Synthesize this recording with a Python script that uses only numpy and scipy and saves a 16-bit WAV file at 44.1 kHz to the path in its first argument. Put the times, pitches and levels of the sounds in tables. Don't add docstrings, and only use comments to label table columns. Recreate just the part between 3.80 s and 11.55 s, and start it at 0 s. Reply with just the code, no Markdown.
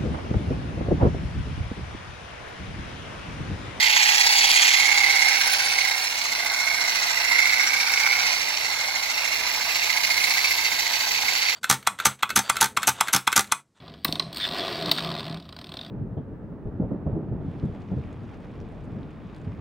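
import sys
import numpy as np
from scipy import signal
from scipy.fft import rfft, irfft
from scipy.io import wavfile

SR = 44100
rng = np.random.default_rng(int(sys.argv[2]) if len(sys.argv) > 2 else 0)


def pcm_store(signal):
    levels = np.round(np.clip(np.atleast_2d(signal), -1, 1) * 32767)
    wavfile.write(sys.argv[1], SR, levels.astype(np.int16).T)


N = 341775
TIME = np.arange(N) / SR
FREQS = np.maximum(np.arange(N // 2 + 1) * SR / N, 1)

# (time [s], stroke depth [1 = usual])
ROD_SWING = [(0, .7), (1.5, .5), (2.3, 1), (3.7, .65), (5.2, .8), (5.8, 1.2), (6.1, 2.1), (6.8, 2.2),
             (7.7, 1.9)]


def undb(db):
    return 10 ** (np.asarray(db) / 20)


def curves(table):
    time_s, *columns = np.transpose(table)
    return [np.interp(TIME, time_s, column) for column in columns]


def colour(x, spectrum):
    hz, db = np.transpose(spectrum)
    return irfft(rfft(x) * undb(np.interp(np.log(FREQS), np.log(hz), db)), N)


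def resonate(x, modes):
    response = sum((-1) ** k * undb(db) / (1 + 1j * (FREQS / hz - hz / FREQS) * hz / width_hz)
                   for k, (hz, width_hz, db) in enumerate(modes))
    return irfft(rfft(x) * response, N)


def unit(x, band_hz):
    mid = irfft(rfft(x.mean(axis=0)) * (FREQS > band_hz[0]) * (FREQS < band_hz[1]), N)
    return x / np.std(mid)


def drift(rate_hz):
    knots = signal.resample_poly(rng.standard_normal(int(N / SR * rate_hz) + 2), 8, 1)
    return np.interp(TIME * rate_hz * 8, np.arange(len(knots)), knots)


def contacts(times_s, sizes, decay_s):
    energy = np.bincount(np.clip(times_s * SR, 0, N - 1).astype(int), sizes ** 2, N)
    envelope = np.sqrt(signal.lfilter([1], [1, -np.exp(-1 / (decay_s * SR))], energy + 1e-18))
    return envelope * np.sign(rng.standard_normal(N))


def patter(count, scatter_db, decay_s):
    x = contacts(rng.uniform(0, N / SR, count), undb(scatter_db * rng.standard_normal(count)), decay_s)
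    return x / np.std(x)


def clacks(turns, slop_turns, scatter_db, decay_s):
    # (angle [turns], level [dB])
    strikes = [(.09, -1.5), (.32, 0), (.44, -.5), (.54, -2), (.69, -.5), (.86, 0), (.96, 0)]
    angle, db = np.transpose(strikes)
    strike_turns = np.arange(int(turns[-1]) + 1)[:, None] + angle
    jitter = rng.standard_normal((*strike_turns.shape, 2))
    times_s = np.interp(strike_turns + slop_turns * jitter[..., 0], turns, TIME)
    in_scene = (strike_turns > turns[0]) & (strike_turns < turns[-1])
    sizes = undb(db + scatter_db * jitter[..., 1]) * in_scene
    x = contacts(times_s.ravel(), sizes.ravel(), decay_s)
    return x / np.std(x)


def stroke(turns, once_db, once_at, twice_db, twice_at, uneven_db):
    crank_db = once_db * np.cos(2 * np.pi * (turns - once_at))
    out_back_db = twice_db * np.cos(4 * np.pi * (turns - twice_at))
    return undb(crank_db + out_back_db + uneven_db * drift(30))


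def sides(x):
    # (frequency [Hz], gain [dB])
    right_port = [(200, 3), (800, 2.5), (1400, 0.5), (1750, 5.5), (2100, 11), (2450, 6.5), (2900, 4),
                  (4400, 3.5), (5100, 2.5), (6100, 3.5), (7200, -1.5), (9500, 5.5), (15000, 3)]
    return np.array([x[0], colour(x[1], right_port)])


def ports(x, lag_s, scatter_db, scatter_s=.0027, shift_hz=4):
    direct = np.array([x, irfft(rfft(x) * np.exp(-2j * np.pi * FREQS * lag_s), N)])
    taps, lead = 4096, 64
    spectra = rfft(rng.standard_normal((4, 2, taps)) * np.exp(-TIME[:taps] / scatter_s))
    paths = np.roll(irfft(spectra / np.abs(spectra)), lead, axis=-1)[..., :taps // 2]
    shares = np.array([drift(shift_hz) for _ in paths])
    shares /= np.linalg.norm(shares, axis=0)
    scatter = sum(share * signal.oaconvolve(x[None], path, axes=1)[:, lead:N + lead]
                  for share, path in zip(shares, paths))
    return sides(direct + undb(scatter_db) * scatter)


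def passing(closest_s, half_power_s, peak_db):
    return undb(peak_db) / np.sqrt(1 + ((TIME - closest_s) / half_power_s) ** 4)


def housing(turns):
    # (frequency [Hz], width [Hz], gain [dB])
    modes = [(738, 230, -4), (827, 176, 2), (959, 160, -0.5), (1179, 112, -4.5), (1572, 310, -4.5)]
    blows = clacks(turns, slop_turns=.015, scatter_db=0, decay_s=.0048)
    blows += 1.2 * patter(count=2500, scatter_db=5, decay_s=.0036)
    blows *= stroke(turns, once_db=.5, once_at=.76, twice_db=0, twice_at=.45, uneven_db=.2)
    body = colour(resonate(blows, modes), [(150, -28), (600, 0), (1700, -1.5), (3500, -20)])
    return undb(-37.5) * unit(ports(body, lag_s=.00003, scatter_db=-8, scatter_s=.006), (600, 1700))


def rods(turns):
    # (time [s], level before trim [dB], centre [Hz])
    ring_curve = [(0, -22, 2030), (0.25, -40, 2290), (0.6, -28.5, 2180), (0.86, -28, 2120),
                  (1.02, -22, 2170), (1.2, -22.5, 2170), (1.52, -23.5, 2120), (1.8, -37, 2220),
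                  (2.03, -25, 2140), (2.25, -35, 2191), (2.55, -33, 2100), (2.9, -26.5, 2195),
                  (3.22, -32, 2037), (3.42, -27.5, 2040), (3.58, -19.5, 2100), (3.8, -22.5, 2140),
                  (4.03, -27, 2210), (4.32, -21, 2210), (4.6, -32, 2110), (5.3, -33.5, 2149),
                  (5.95, -34.5, 2100), (6.15, -29, 2114), (6.55, -27.5, 2167), (7.1, -35, 2056),
                  (7.4, -34, 2160), (7.75, -33.5, 2100)]
    ring_db, ring_hz = curves(ring_curve)
    swing, = curves(ROD_SWING)
    ring_s, spread_hz, trim_db = .0028, 50, -.2
    turns = turns + .03
    blows = clacks(turns, slop_turns=.012, scatter_db=1, decay_s=5e-6)
    blows += .55 * patter(count=4000, scatter_db=2.5, decay_s=.002)
    blows *= stroke(turns, once_db=1.4, once_at=.03, twice_db=1.9, twice_at=.49, uneven_db=.2) ** swing
    carrier = np.exp(2j * np.pi * np.cumsum(ring_hz + spread_hz * drift(90)) / SR)
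    envelope = signal.lfilter([1], [1, -np.exp(-1 / (ring_s * SR))], blows / carrier)
    envelope = signal.sosfilt(signal.butter(2, 200, fs=SR, output="sos"), envelope)
    ring = ports(np.real(carrier * envelope), lag_s=.00038, scatter_db=-12, scatter_s=.0052)
    overtone = ports(resonate(blows, [(4380, 200, 0)]), lag_s=.00024, scatter_db=-8)
    heard = unit(ring, (1900, 2500)) + undb(-15) * swing * unit(overtone, (4000, 4800))
    return undb(ring_db + trim_db) * heard


def shaft(turns):
    # (frequency [Hz], width [Hz], gain [dB])
    modes = [(835, 130, -3), (1640, 440, -2.5), (2060, 320, 2.5), (2432, 88, 8.5), (2820, 410, 3),
             (3316, 160, 7), (3740, 290, 0.5), (4150, 75, 6), (4540, 210, 8.5), (6200, 900, -10),
             (6600, 80, -6), (7100, 360, -4)]
    # (time [s], level [dB])
    aloft = [(2.5, -50), (5.2, -44), (6.5, -42.5), (7.4, -35.5)]
    blows = clacks(turns, slop_turns=.007, scatter_db=1.1, decay_s=.0035)
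    blows += .5 * patter(count=5000, scatter_db=3.5, decay_s=.0015)
    blows *= stroke(turns, once_db=.9, once_at=.03, twice_db=.8, twice_at=.47, uneven_db=.3)
    tube = colour(resonate(blows, modes),
                  [(200, -14), (750, -1), (1300, 1), (2000, -3), (7100, -2), (8100, -40), (16000, -14)])
    gain = np.hypot(passing(closest_s=.43, half_power_s=.6, peak_db=-23.5), undb(curves(aloft)[0]))
    return gain * unit(ports(tube, lag_s=.00028, scatter_db=-9), (2700, 5000))


def gear_rasp(turns):
    # (frequency [Hz], gain [dB])
    spectrum = [(2500, -34), (4700, -10), (5400, -4), (6000, -1.5), (6800, -1.5), (7300, 0), (8000, -6),
                (8500, -37), (9600, -27), (16000, -25)]
    rasp = clacks(turns, slop_turns=.006, scatter_db=1.2, decay_s=.0035)
    rasp += .55 * patter(count=7000, scatter_db=4.5, decay_s=.001)
    rasp *= stroke(turns, once_db=4, once_at=0, twice_db=-.4, twice_at=.5, uneven_db=-.4)
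    heard = ports(colour(rasp, spectrum), lag_s=.0002926, scatter_db=-2, shift_hz=15)
    gain = np.hypot(passing(closest_s=.57, half_power_s=.38, peak_db=-27.5), undb(-40.5))
    return gain * unit(heard, (5500, 8000))


def gear_ring(turns):
    # (frequency [Hz], width [Hz], gain [dB])
    modes = [(9240, 140, -0.5), (9570, 130, -1.5), (15800, 150, -2)]
    # (time [s], level [dB])
    level = [(0, -48), (0.55, -36.5), (1.25, -46.5), (1.75, -40.5), (2.4, -50), (4.3, -49), (4.8, -54),
             (6.1, -55), (6.45, -43), (6.9, -57), (7.75, -53)]
    ticks = clacks(turns, slop_turns=.008, scatter_db=2, decay_s=.004)
    ticks *= stroke(turns, once_db=4, once_at=.78, twice_db=1, twice_at=.38, uneven_db=.5)
    heard = ports(resonate(ticks, modes), lag_s=.000288, scatter_db=1)
    return undb(curves(level)[0]) * unit(heard, (9100, 9800))


def motor(turns):
    # (time [s], pitch [Hz], level [dB])
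    whine = [(0, 888, -42.5), (0.3, 830, -34), (0.6, 812, -43.5), (1.2, 813, -38), (1.6, 792, -39.5),
             (2.05, 795, -40.5), (2.35, 696, -51.5), (2.9, 705, -44), (3.45, 680, -48.5), (4.0, 801, -44),
             (4.3, 814, -41), (4.65, 630, -50.5), (5.2, 655.4, -49.5), (6.4, 713, -50.5), (7.75, 703, -53)]
    hz, db = curves(whine)
    surge_rad, flutter_rad, hum_per_turn = .9, .42, 9
    phase = 2 * np.pi * np.cumsum(hz) / SR + surge_rad * np.sin(4 * np.pi * turns)
    phase += flutter_rad * (drift(30) + drift(120))
    hum = np.sin(2 * np.pi * hum_per_turn * turns + drift(30))
    tone = np.sin(phase) + undb(-10) * np.sin(2 * phase) + undb(-26) * hum
    tone *= stroke(turns, once_db=1.8, once_at=.7, twice_db=2.5, twice_at=.36, uneven_db=.8)
    tone *= undb(2.5 * drift(200))
    return undb(db) * unit(ports(tone, lag_s=.0001, scatter_db=-14), (500, 1000))


def twigs(turns):
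    # (frequency [Hz], gain [dB])
    spectrum = [(200, -41), (500, -15), (1000, -7), (1800, -6.5), (2650, 3), (3150, -7.5), (3550, -4),
                (3950, 0), (4400, 2.5), (4850, -6.5), (5450, -.5), (6600, -9.5), (8400, -18.5),
                (16000, -34)]
    # (time [s], level before trim [dB])
    level = [(0, -31), (0.9, -31.5), (1.45, -28.5), (2.0, -31.5), (2.3, -32), (2.85, -34), (3.2, -30),
             (3.7, -31), (4.3, -34.5), (4.5, -28.5), (4.68, -32), (5.2, -34), (6.0, -32), (6.5, -30.5),
             (6.95, -33.5), (7.3, -33.5), (7.75, -32.5)]
    trim_db = .5
    swing, = curves(ROD_SWING)
    blows = clacks(turns, slop_turns=.02, scatter_db=1.5, decay_s=.005)
    blows += 1.2 * patter(count=5500, scatter_db=3.6, decay_s=.001)
    blows *= stroke(turns, once_db=.7, once_at=.13, twice_db=.8, twice_at=.43, uneven_db=.4) ** swing
    heard = ports(colour(blows, spectrum), lag_s=.00023, scatter_db=-3, scatter_s=.0049)
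    return undb(curves(level)[0] + trim_db) * unit(heard, (2700, 5000))


def leaves(turns):
    # (frequency [Hz], gain [dB])
    spectrum = [(1500, -7.5), (3100, 2), (4000, 11.5), (7600, 3.5), (8500, -11), (9900, -2.5),
                (11500, -3.5), (12400, 3), (13800, -.5), (15000, 0), (15700, -6)]
    # (time [s], level before trim [dB])
    level = [(0, -38), (1.3, -40), (2.4, -44.5), (3.3, -42.5), (4.2, -41.5), (5.0, -45), (5.6, -42),
             (6.5, -37.5), (7.1, -39), (7.75, -40.5)]
    trim_db = -1.54
    rustle = lambda: patter(count=14000, scatter_db=2.5, decay_s=.002)
    ticks = .5 * patter(count=400, scatter_db=4, decay_s=.00025)
    ticks += .5 * patter(count=450, scatter_db=3, decay_s=.004)
    near = ports(colour(.6 * rustle() + ticks, spectrum), lag_s=.0002644, scatter_db=-12)
    around = sides([colour(rustle(), spectrum) for _ in range(2)])
    heard = near + .9 * around
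    heard *= stroke(turns, once_db=.7, once_at=.1, twice_db=.3, twice_at=.45, uneven_db=.2)
    return undb(curves(level)[0] + trim_db) * unit(heard, (10000, 15000))


def outdoors():
    # (frequency [Hz], gain [dB])
    spectrum = [(20, -28), (40, -6), (60, -1.5), (76, 1), (105, -6.5), (140, -6), (200, -7), (270, -2),
                (350, -7), (500, 2), (900, -32), (3000, -40)]
    air = rng.standard_normal(N) + .066 * rng.standard_normal((2, N))
    return undb(-35) * sides(colour(air * undb(.9 * drift(7.7)), spectrum))


def whacks():
    # (time [s], relative strength [dB])
    hits = [(0.7631, -14), (1.1222, -9), (1.3916, -9), (3.6241, -11), (3.695, -3), (3.7804, -6),
            (4.1748, -4), (4.264, -6), (6.0965, -4), (6.2346, -6), (6.3653, -9), (6.4435, -7), (6.59, -8),
            (6.719, -8), (7.4824, -5.5), (7.6863, -3.5)]
    times_s, db = np.transpose(hits)
    wood_spectrum = [(400, -16), (900, -2), (2200, 8), (3100, -2), (4400, 14), (6000, 0),
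                     (8500, -19), (15000, -14)]
    crack = undb(-25) * colour(contacts(times_s, undb(db), decay_s=.005), wood_spectrum)
    ring = undb(24) * resonate(contacts(times_s, undb(db), decay_s=5e-6), [(2160, 75, 0)])
    return ports(crack + ring, lag_s=.00031, scatter_db=-32)


def branches(turns):
    # (start [s], length [s], level before filter [dB], note [Hz], overtone [Hz])
    leans = [(1.145, 1.04, -35, 1550, 5360), (2.35, 1.22, -39.5, 1490, 5530), (3.34, 1.32, -33, 1441, 5360),
             (4.6, 1.38, -44, 1340, 5350), (7.35, 0.65, -42.5, 1450, 5470)]
    # (frequency [Hz], width [Hz], gain [dB])
    wood_modes = [(1100, 100, -4), (2730, 59, -8)]
    blows = clacks(turns, slop_turns=.015, scatter_db=1.1, decay_s=.005)
    blows += patter(count=3500, scatter_db=3, decay_s=.0013)
    blows *= stroke(turns, once_db=3.7, once_at=.1, twice_db=.5, twice_at=.55, uneven_db=0)
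    wood = resonate(blows, wood_modes)
    drumming = np.zeros(N)
    for start_s, length_s, db, note_hz, overtone_hz in leans:
        drum = wood + resonate(blows, [(note_hz, 186, 5.5), (overtone_hz, 410, 5.5)])
        swell = np.sin(np.pi * np.clip((TIME - start_s) / length_s, 0, 1))
        drumming += undb(db) * swell * drum / np.std(drum)
    drumming = colour(drumming, [(400, -7), (1100, 4), (5800, 5.5), (8000, 2)])
    return ports(drumming, lag_s=.0001, scatter_db=-3)


def scene():
    # (time [s], speed [turns/s])
    crank = [(0.0, 13.86), (0.25, 16.56), (0.55, 16.93), (1.0, 16.87), (1.3, 16.41), (1.6, 15.98),
             (2.0, 15.94), (2.3, 14.48), (2.6, 14.1), (2.9, 14.62), (3.15, 13.64), (3.45, 13.84),
             (3.75, 14.3), (4.0, 15.06), (4.3, 15.77), (4.55, 13.15), (4.8, 12.34), (5.1, 13.47),
             (5.4, 13.62), (5.75, 13.68), (6.1, 14.4), (6.4, 14.74), (6.7, 14.78), (7.0, 13.97),
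             (7.25, 14.02), (7.5, 14.59), (7.75, 14.66)]
    turns = .5 + np.cumsum(curves(crank)[0]) / SR
    head = housing(turns) + rods(turns)
    pole = shaft(turns) + gear_rasp(turns) + gear_ring(turns) + motor(turns)
    tree = twigs(turns) + leaves(turns) + branches(turns) + whacks()
    return head + pole + tree + outdoors()


def record(dry):
    low_hz, top_hz = 38, 15850
    rounded = 2 * np.tanh(dry / 2)
    thinned = signal.sosfilt(signal.butter(3, low_hz, "high", fs=SR, output="sos"), rounded)
    return signal.sosfilt(signal.ellip(12, .2, 80, top_hz, fs=SR, output="sos"), thinned)


dry = scene()
out = record(dry)
pcm_store(out)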